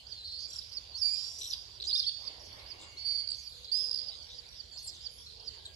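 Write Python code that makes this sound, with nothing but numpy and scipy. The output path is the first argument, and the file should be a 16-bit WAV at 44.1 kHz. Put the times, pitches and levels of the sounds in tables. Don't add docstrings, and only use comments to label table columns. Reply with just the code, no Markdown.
import sys
import numpy as np
from scipy import signal
from scipy.fft import rfft, irfft, next_fast_len
from scipy.io import wavfile
from scipy.ndimage import uniform_filter1d, map_coordinates

SR = 44100
rng = np.random.default_rng(int(sys.argv[2]) if len(sys.argv) > 2 else 0)


def store_pcm(level_fs):
    pcm = np.round(np.clip(level_fs, -1, 1) * 32767).astype(np.int16)
    wavfile.write(sys.argv[1], SR, np.atleast_2d(pcm).T)


N = 253575
TOP_HZ = 15700

# (time [s], length [s], start [Hz], middle [Hz], end [Hz], start level [dB], fade [dB],
# mid buzz depth [0-1], half harmonics at start [dB])
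SCREAMS = [(0.238, .23, 4305, 4440, 4784, -40.5, 2.5, 0.98, -46),
           (1.013, .138, 4792, 4730, 4926, -23, 9, 0.23, -35),
           (1.15, 0.3, 5060, 5540, 5585, -37, 11, 0.83, -32),
           (3.046, .17, 4592, 4612, 4562, -29, 2.5, 0.45, -45),
           (3.714, .185, 4627, 5078, 4940, -24, 12.5, 0.35, -44.5),
           (4.709, 0.18, 4560, 4406, 4434, -47.5, 1.5, 0.37, -60)]
# (time [s], length [s], start [Hz], middle [Hz], end [Hz], level [dB])
WHISTLES = [(0.133, .11, 4650, 4150, 3980, -47.5), (0.943, .04, 4250, 4520, 5000, -37.5),
            (0.975, 0.057, 5200, 5360, 4890, -36), (1.868, 0.055, 4600, 4964, 4450, -30),
            (1.928, .03, 4100, 4754, 4930, -25), (1.953, 0.015, 3554, 3652, 3810, -25),
            (1.954, 0.044, 5200, 5680, 5850, -41.5), (1.968, 0.033, 4345, 5120, 4530, -28.5),
            (2.036, 0.019, 3300, 3336, 3580, -36.5), (2.064, 0.0343, 4248, 4543, 4430, -26.5),
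            (2.969, 0.0846, 4220, 4510, 4310, -40.5), (3.675, 0.041, 3960, 4190, 4300, -46)]
# (first [s], last [s], rate [1/s], pitch [Hz], final sag [Hz], level [dB], final gain [dB])
PIP_TRAINS = [(0.508, 0.591, 40, 5656, 690, -37.5, 4.5), (1.391, 1.536, 35, 5814, 990, -37, 5.5),
              (3.276, 3.347, 70, 4643, 158, -31.5, -1), (3.915, 3.992, 65.5, 4914, 370, -27.5, 2)]
# (end time [s], level [dB])
CHEEPS = [(0.138, -35), (.46, -30.5), (.788, -30.5), (1.258, -37), (1.787, -47), (2.292, -31.5),
          (2.732, -32), (3.488, -35), (4.105, -32), (4.407, -37.5), (4.614, -34), (5.078, -31.5),
          (5.495, -33.5)]
# (time from end [s], pitch [Hz], level [dB])
CHEEP_SHAPE = [(-.07, 4540, -6.5), (-.055, 5000, -14.5), (-.036, 5040, -11), (-.024, 5000, -5),
               (-.012, 4600, 3), (0, 4520, -6.5)]
# (time [s], length [s], level [dB])
LOOPS = [(0.387, 0.068, -51), (0.953, 0.053, -52), (2.443, 0.032, -53), (2.905, .023, -59), (3.35, .1, -51),
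         (3.8, 0.088, -54.5), (4.299, .046, -54.5), (4.781, 0.049, -48.5), (4.94, 0.032, -53)]
# (time [s], middle pitch [Hz], level [dB])
FLICKS = [(1.818, 4500, -35.5), (1.995, 4650, -26.5), (2.019, 4400, -35), (2.921, 4600, -58),
          (3.298, 8650, -48.5), (3.644, 4500, -41), (3.765, 7670, -51), (5.398, 4770, -45.5),
          (5.653, 3970, -38.5), (5.653, 8260, -55.5)]
# (time [s], length [s], pitch [Hz], level [dB],
# harshness [0-1])
RASPS = [(0.477, .12, 7370, -59.5, 0.55), (0.488, .15, 10900, -69, 0.23), (0.728, 0.017, 4750, -43, 0.5),
         (1.135, 0.15, 4840, -40.5, 0.54), (1.165, 0.21, 7190, -59, 0.33), (1.382, .15, 11600, -60, 0.47),
         (1.386, 0.097, 7720, -52.5, .85), (1.486, .05, 5850, -40.5, 0.24), (1.839, 0.053, 6080, -48, 0.57),
         (2.412, .29, 11300, -73, 1), (2.796, 0.058, 7000, -58, 0.9), (3.331, 0.34, 11000, -71.5, 0.7),
         (4.722, 0.057, 7200, -61.5, 0.4), (4.773, 0.022, 5030, -40.5, 0.32), (4.783, .1, 11460, -65, 0.67),
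         (4.827, 0.0466, 9100, -49, 0.54), (4.868, 0.02, 7530, -45.5, .3),
         (4.876, 0.031, 5030, -38.5, 0.38), (5.103, 0.125, 10970, -65.5, 0.15)]
# (time [s], length [s], level [dB])
RATTLES = [(0.615, .015, -45), (1.412, .055, -39), (1.51, .04, -36.5), (1.8, .01, -36.5),
           (1.822, .037, -38), (1.894, .03, -33.5), (2.095, .005, -33.5), (2.802, .052, -50.5),
           (3.758, .032, -46.5), (4.115, .04, -46.5), (4.291, .06, -48)]
# (time [s], length [s], pitch [Hz], level [dB])
COOS = [(1.6, 0.287, 386, -70), (3.52, 0.21, 487.5, -69), (3.76, 0.19, 489.7, -68),
        (3.99, 0.11, 488.4, -69.5), (4.26, .208, 492.5, -73.5), (5, 0.203, 485.4, -71.5),
        (5.26, 0.35, 444.6, -66.5)]
# (time [s], length [s], pitch [Hz], level [dB])
FAR_NOTES = [(2.6, 0.65, 2191, -67.5), (2.698, 0.27, 2820, -67.5), (3.39, 0.048, 2390, -69),
             (5.547, 0.184, 1645, -71.5)]
OVERTONES_DB = [-29, -37]
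# (frequency [Hz], gain [dB])
CALL_EQ_DB = [(1000, -27), (2400, -7.5), (3200, -3), (5000, 1.5), (6500, -9.5), (7400, 3.5), (8200, -2.5),
              (9400, -8), (11300, 4.5), (12800, -15), (14200, -3)]
# (frequency [Hz], gain [dB])
LEFT_DIRECT_DB = [(2400, 5.5), (3600, -1.5), (4200, 0), (4700, -22.5), (5150, -19), (5700, -3), (7500, 3.5),
                  (9500, 6), (11500, -0.5), (15000, -33)]
# (frequency [Hz], gain [dB])
LEFT_ECHO_DB = [(500, -31), (2400, 1.5), (3600, 2), (4700, -21), (5700, -2), (7500, -1), (11500, 11)]
# (frequency [Hz], T60 [s])
WALL_T60_S = [(500, 0.77), (4500, 0.72), (8000, 0.92), (14000, 0.068)]
# (frequency [Hz], relative density [dB])
RUMBLE_DB = [(13, -34), (22, -53), (43, 2), (69, 6), (97, 2), (178, -13.5), (257, -20.5), (300, -33),
             (390, -44), (660, -120)]
WASH_DB = [(120, -12), (220, -13), (400, -4.5), (600, -3.5), (800, -6), (1050, -5.5), (1350, -13.5),
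           (2000, -7.5), (3500, -13), (6000, -120)]
HISS_DB = [(800, -70), (1400, -16.5), (2000, -21), (2600, -14), (3300, -4), (4100, -7), (4700, -1.5),
           (5600, -21), (6400, -12.5), (7400, -18), (9400, -27), (11100, -24), (12800, -32.5), (15500, -38)]
# (frequency [Hz], correlation [-1 to 1])
NOISE_CORRELATION = [(60, 0.93), (120, 0.53), (240, 0.8), (480, 0.51), (950, 0.15), (1890, -0.43),
                     (3770, 0.47), (7520, 0.11), (15000, 0.084)]
# (frequency [Hz], left minus right [dB])
NOISE_BALANCE_DB = [(60, -3), (200, -11), (600, -4), (1300, -4.5), (2400, -1), (3500, 8), (4600, -16),
                    (6000, -1), (8000, 0.5), (15000, -2)]


def swift_screams(buzz_start_hz=236.4, slowing_hz_per_s=102, deepening=0.22, strain_db=16, attack_s=0.01):
    out = np.zeros(N)
    for time_s, length_s, *bend_hz, db, fade_db, depth, half_db in SCREAMS:
        pitch_hz, _ = arch(length_s, *bend_hz)
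        pitch_hz *= 1 + 0.005 * wobble(44.9, len(pitch_hz))
        progress = np.linspace(0, 1, len(pitch_hz))
        attack = np.minimum(1, length_s * progress / attack_s)
        buzz_hz = buzz_start_hz - slowing_hz_per_s * length_s * progress
        scream = syrinx(pitch_hz, db - fade_db * progress, buzz_hz, depth + deepening * (progress - 0.5),
                        half_db=half_db + strain_db * progress, rasp_db=-28 + 6 * depth,
                        unsteady=0.023, waver=0.00506, flutter_db=1.5)
        add(out, time_s, attack * scream)
    return out


def swift_whistles():
    out = np.zeros(N)
    for time_s, length_s, *bend_hz, db in WHISTLES:
        pitch_hz, swell = arch(length_s, *bend_hz)
        whistle = syrinx(pitch_hz, db, 211.5, 0.25,
                         rasp_db=-24.5, unsteady=0.035, waver=0.005, flutter_db=1.6)
        add(out, time_s, swell * whistle)
    return out


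def swift_pips(start_duty=0.58, shortening=0.25, scatter_db=1.0):
    out = np.zeros(N)
    for first_s, last_s, rate_hz, top_hz, sag_hz, db, gain_db in PIP_TRAINS:
        for progress in np.linspace(0, 1, round((last_s - first_s) * rate_hz) + 1):
            late = progress ** 3.2
            length_s = start_duty * (1 - shortening * late) / rate_hz
            hz = top_hz - sag_hz * late
            half_fall_hz = 50 + 150 * progress
            pitch_hz, swell = arch(length_s, hz + half_fall_hz, hz, hz - half_fall_hz)
            pip_db = db + gain_db * late + scatter_db * rng.standard_normal()
            pip = swell ** 2 * syrinx(pitch_hz, pip_db, 188, 0.29, rasp_db=-17.5)
            add(out, first_s + progress * (last_s - first_s) - length_s / 2, pip)
    return out


def syrinx(hz, db, buzz_hz, depth, half_db=-70, rasp_db=-24, swing_hz=200,
           unsteady=0.037, waver=0.0056, flutter_db=1.93):
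    n = len(hz)
    depth = np.clip(depth, 0, 1)
    buzz_phase = 2 * np.pi * np.cumsum(buzz_hz * (1 + unsteady * wobble(144.4, n))) / SR
    gate = (1 + depth * np.cos(buzz_phase)) / np.sqrt(1 + depth ** 2 / 2)
    roughness = 1 + 2 * depth
    pitch_hz = hz * (1 + waver * roughness * wobble(500, n)) - swing_hz * depth * np.sin(buzz_phase)
    phase = 2 * np.pi * np.cumsum(pitch_hz) / SR
    phase += amp(rasp_db) * roughness * wobble(2200, n)
    tone = np.sin(phase)
    for k, overtone_db in enumerate(OVERTONES_DB, 2):
        tone += amp(overtone_db) * np.sin(k * phase) * (k * hz < TOP_HZ)
    tone += amp(half_db) * (np.sin(1.5 * phase) + 0.79 * np.sin(phase / 2))
    edges = signal.windows.tukey(n, min(1, 0.0022 * SR / n))
    return np.sqrt(2) * tone * gate * edges * amp(db + flutter_db * wobble(169.7, n))


def martin_cheeps(upper_offset_hz=700, upper_db=-53):
    out = np.zeros(N)
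    shape_hz, shape_db = curves(CHEEP_SHAPE)
    n = len(shape_hz)
    for end_s, db in CHEEPS:
        pitch_hz = shape_hz * (1 + 0.011 * wobble(30.3, n))
        upper = np.hanning(n) * syrinx(pitch_hz + upper_offset_hz, upper_db, 180, 0.22)
        lower = syrinx(pitch_hz, db + shape_db + 2 * wobble(61.6, n), 260.3, 0.24, rasp_db=-17)
        add(out, end_s + CHEEP_SHAPE[0][0], lower + upper)
    return equalise(out, [(6500, -4.5), (9000, -13), (14000, -16)])


def slur(length_s, bend_hz, db, harsh):
    pitch_hz, swell = arch(length_s, *bend_hz)
    return swell * syrinx(pitch_hz, db, 180, harsh, rasp_db=-13.5 + 11 * harsh, unsteady=0.72, waver=0.0081)


def slurs(loop_hz=(5620, 6310, 5250), flick_s=0.0151):
    out = np.zeros(N)
    for time_s, length_s, db in LOOPS:
        add(out, time_s, slur(length_s, loop_hz, db, harsh=0.16))
    for time_s, hz, db in FLICKS:
        add(out, time_s, slur(flick_s, (1.11 * hz, hz, 0.89 * hz), db, harsh=0.27))
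    for time_s, length_s, hz, db, harsh in RASPS:
        add(out, time_s, slur(length_s, (0.982 * hz, hz, 0.982 * hz), db, harsh))
    return out


def martin_rattles(rate_hz=190, centre_hz=3850, half_rise_hz=250, tick_s=0.0042, jitter_s=0.000974):
    out = np.zeros(N)
    for time_s, length_s, db in RATTLES:
        for onset_s in np.arange(time_s, time_s + length_s, 1 / rate_hz):
            late, size, tune = rng.standard_normal(3)
            hz = centre_hz + 190 * tune
            pitch_hz, swell = arch(tick_s, hz - half_rise_hz, hz, hz + half_rise_hz)
            tick = swell * syrinx(pitch_hz, db + 2 * size, rate_hz, depth=0, rasp_db=-9)
            add(out, onset_s + jitter_s * late, tick)
    return out


def flock(count=60, level_db=-51, centre_hz=4500):
    out = np.zeros(N)
    for slot, (late, tune, size, bend) in enumerate(rng.uniform(-1.1, 1, (count, 4))):
        hz = centre_hz * np.exp(0.24 * tune)
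        length_s = 0.01415 * np.exp(0.65 * bend)
        pitch_hz, swell = arch(length_s, hz + 400 * bend, hz + 200, hz - 450)
        chirp = swell * syrinx(pitch_hz, level_db + 3 * size, 195, 0.52)
        add(out, (slot + late) / count * N / SR, chirp)
    return out


def far_birds():
    out = np.zeros(N)
    for time_s, length_s, hz, db in COOS:
        pitch_hz, swell = arch(length_s, 0.98 * hz, hz, 0.91 * hz)
        coo = syrinx(pitch_hz, db, 30.5, 0.52, swing_hz=61, waver=0.02, unsteady=0.45, flutter_db=0.5)
        add(out, time_s, swell * coo)
    for time_s, length_s, hz, db in FAR_NOTES:
        pitch_hz, swell = arch(length_s, hz, hz, hz)
        note = syrinx(pitch_hz, db, 30.4, 0.33, swing_hz=60, waver=0.011, unsteady=0.28, flutter_db=2)
        add(out, time_s, swell * note)
    return out


def ports(x, lead_s):
    left = filtered(x, lambda hz: amp(along(LEFT_DIRECT_DB, hz)) * np.exp(2j * np.pi * hz * lead_s))
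    return np.array([facade(left, level_db=-15), facade(x, level_db=-23)])


def facade(x, level_db, count=7):
    out = x.copy()
    for delay_s, sign in zip(rng.uniform(0.002, 0.027, count), rng.choice([-1, 1], count)):
        add(out, delay_s, sign * amp(level_db) * x)
    return out


def wall_echoes(x, gap_s=0.012, build_s=0.0064):
    hz, time_s, noise = signal.stft(rng.standard_normal((2, SR)), SR, nperseg=256)
    decay = amp(-60 * time_s / along(WALL_T60_S, hz)[:, None])
    build = 1 - np.exp(-time_s / build_s)
    tail = signal.istft(noise * decay * build, SR, nperseg=256)[1]
    tail = np.pad(tail / np.linalg.norm(tail[0]), ((0, 0), (int(gap_s * SR), 0)))
    left, right = signal.fftconvolve(x[None], tail, axes=1)[:, :N]
    return np.array([equalise(left, LEFT_ECHO_DB), right])


def background(rumble_db=-62, hiss_db=-57, wash_db=-68.5, swell_db=10.5, drift_db=1.2):
    corners_s = 2.153 + np.cumsum([0, 0.09, 0.45, 0.35])
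    swell = np.interp(np.arange(N) / SR, corners_s, [0, 0.86, 1, 0])
    wash_gain = amp(wash_db + swell_db * swell + drift_db * wobble(3.56, N))
    wash = wash_gain * diffuse_noise(WASH_DB, patchy_db=3)
    rumble = amp(rumble_db) * diffuse_noise(RUMBLE_DB, patchy_db=0.5)
    hiss = amp(hiss_db) * diffuse_noise(HISS_DB, patchy_db=4)
    return rumble + wash + hiss


def diffuse_noise(spectrum_db, patchy_db):
    def mid_side_gains(hz):
        angle = np.arccos(np.clip(along(NOISE_CORRELATION, hz), -1, 1)) / 2
        return amp(along(spectrum_db, hz)) * [np.cos(angle), np.sin(angle)]

    bins = signal.stft(rng.standard_normal((2, N)), nperseg=512)[2]
    patches = rng.standard_normal(bins.shape[1:])
    patches = uniform_filter1d(uniform_filter1d(patches, 6, axis=0), 12, axis=1)
    patches /= np.sqrt(np.mean(patches ** 2))
    pair = signal.istft(bins * amp(patchy_db * patches), nperseg=512)[1][:, :N]
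    mid, side = filtered(pair, mid_side_gains)
    stereo = np.array([mid + side, mid - side])
    stereo = filtered(stereo, lambda hz: amp(np.outer([0.5, -0.5], along(NOISE_BALANCE_DB, hz))))
    return stereo / np.std(stereo.mean(0))


def arch(length_s, start_hz, middle_hz, end_hz):
    progress = np.linspace(0, 1, max(int(length_s * SR), 64))
    parabola = np.polyfit([0, 0.5, 1], [start_hz, middle_hz, end_hz], 2)
    return np.polyval(parabola, progress), np.abs(np.sin(np.pi * progress)) ** 0.19


def amp(db):
    return 10 ** (np.asarray(db) / 20)


def along(points, hz):
    knots_hz, values = np.transpose(points)
    return np.interp(np.log(hz + 1), np.log(knots_hz + 1), values)


def curves(rows):
    time_s, *columns = np.transpose(rows)
    return [np.interp(np.arange(time_s[0], time_s[-1], 1 / SR), time_s, column) for column in columns]


def wobble(knots_per_s, n):
    knots = rng.standard_normal(int(n * knots_per_s / SR) + 4)
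    return map_coordinates(knots, [np.arange(n) * knots_per_s / SR])


def filtered(x, response):
    size = next_fast_len(N + SR // 2)
    return irfft(rfft(x, size) * response(np.fft.rfftfreq(size, 1 / SR)), size)[..., :N]


def equalise(x, points):
    return filtered(x, lambda hz: amp(along(points, hz)))


def add(track, time_s, sound):
    start = int(np.clip(round(time_s * SR), 0, N))
    track[start:start + len(sound)] += sound[:N - start]


def scene():
    swifts = swift_whistles() + swift_screams() + swift_pips()
    twitter = martin_cheeps() + slurs()
    calls = np.array([swifts, twitter, martin_rattles(), flock()])
    swifts, twitter, rattles, high_flock = equalise(calls, CALL_EQ_DB)
    distant = far_birds()
    direct = ports(swifts, lead_s=0.00019)
    direct += ports(twitter + high_flock + amp(-7.5) * distant, lead_s=0.00016)
    direct += ports(rattles, lead_s=0.00007)
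    send = amp(-9.5) * swifts + amp(-15) * twitter + amp(-13) * rattles + amp(1.5) * high_flock + distant
    return direct + wall_echoes(send) + background()


def record(dry):
    return filtered(dry, lambda hz: hz < TOP_HZ)


dry = scene()
out = record(dry)
store_pcm(out)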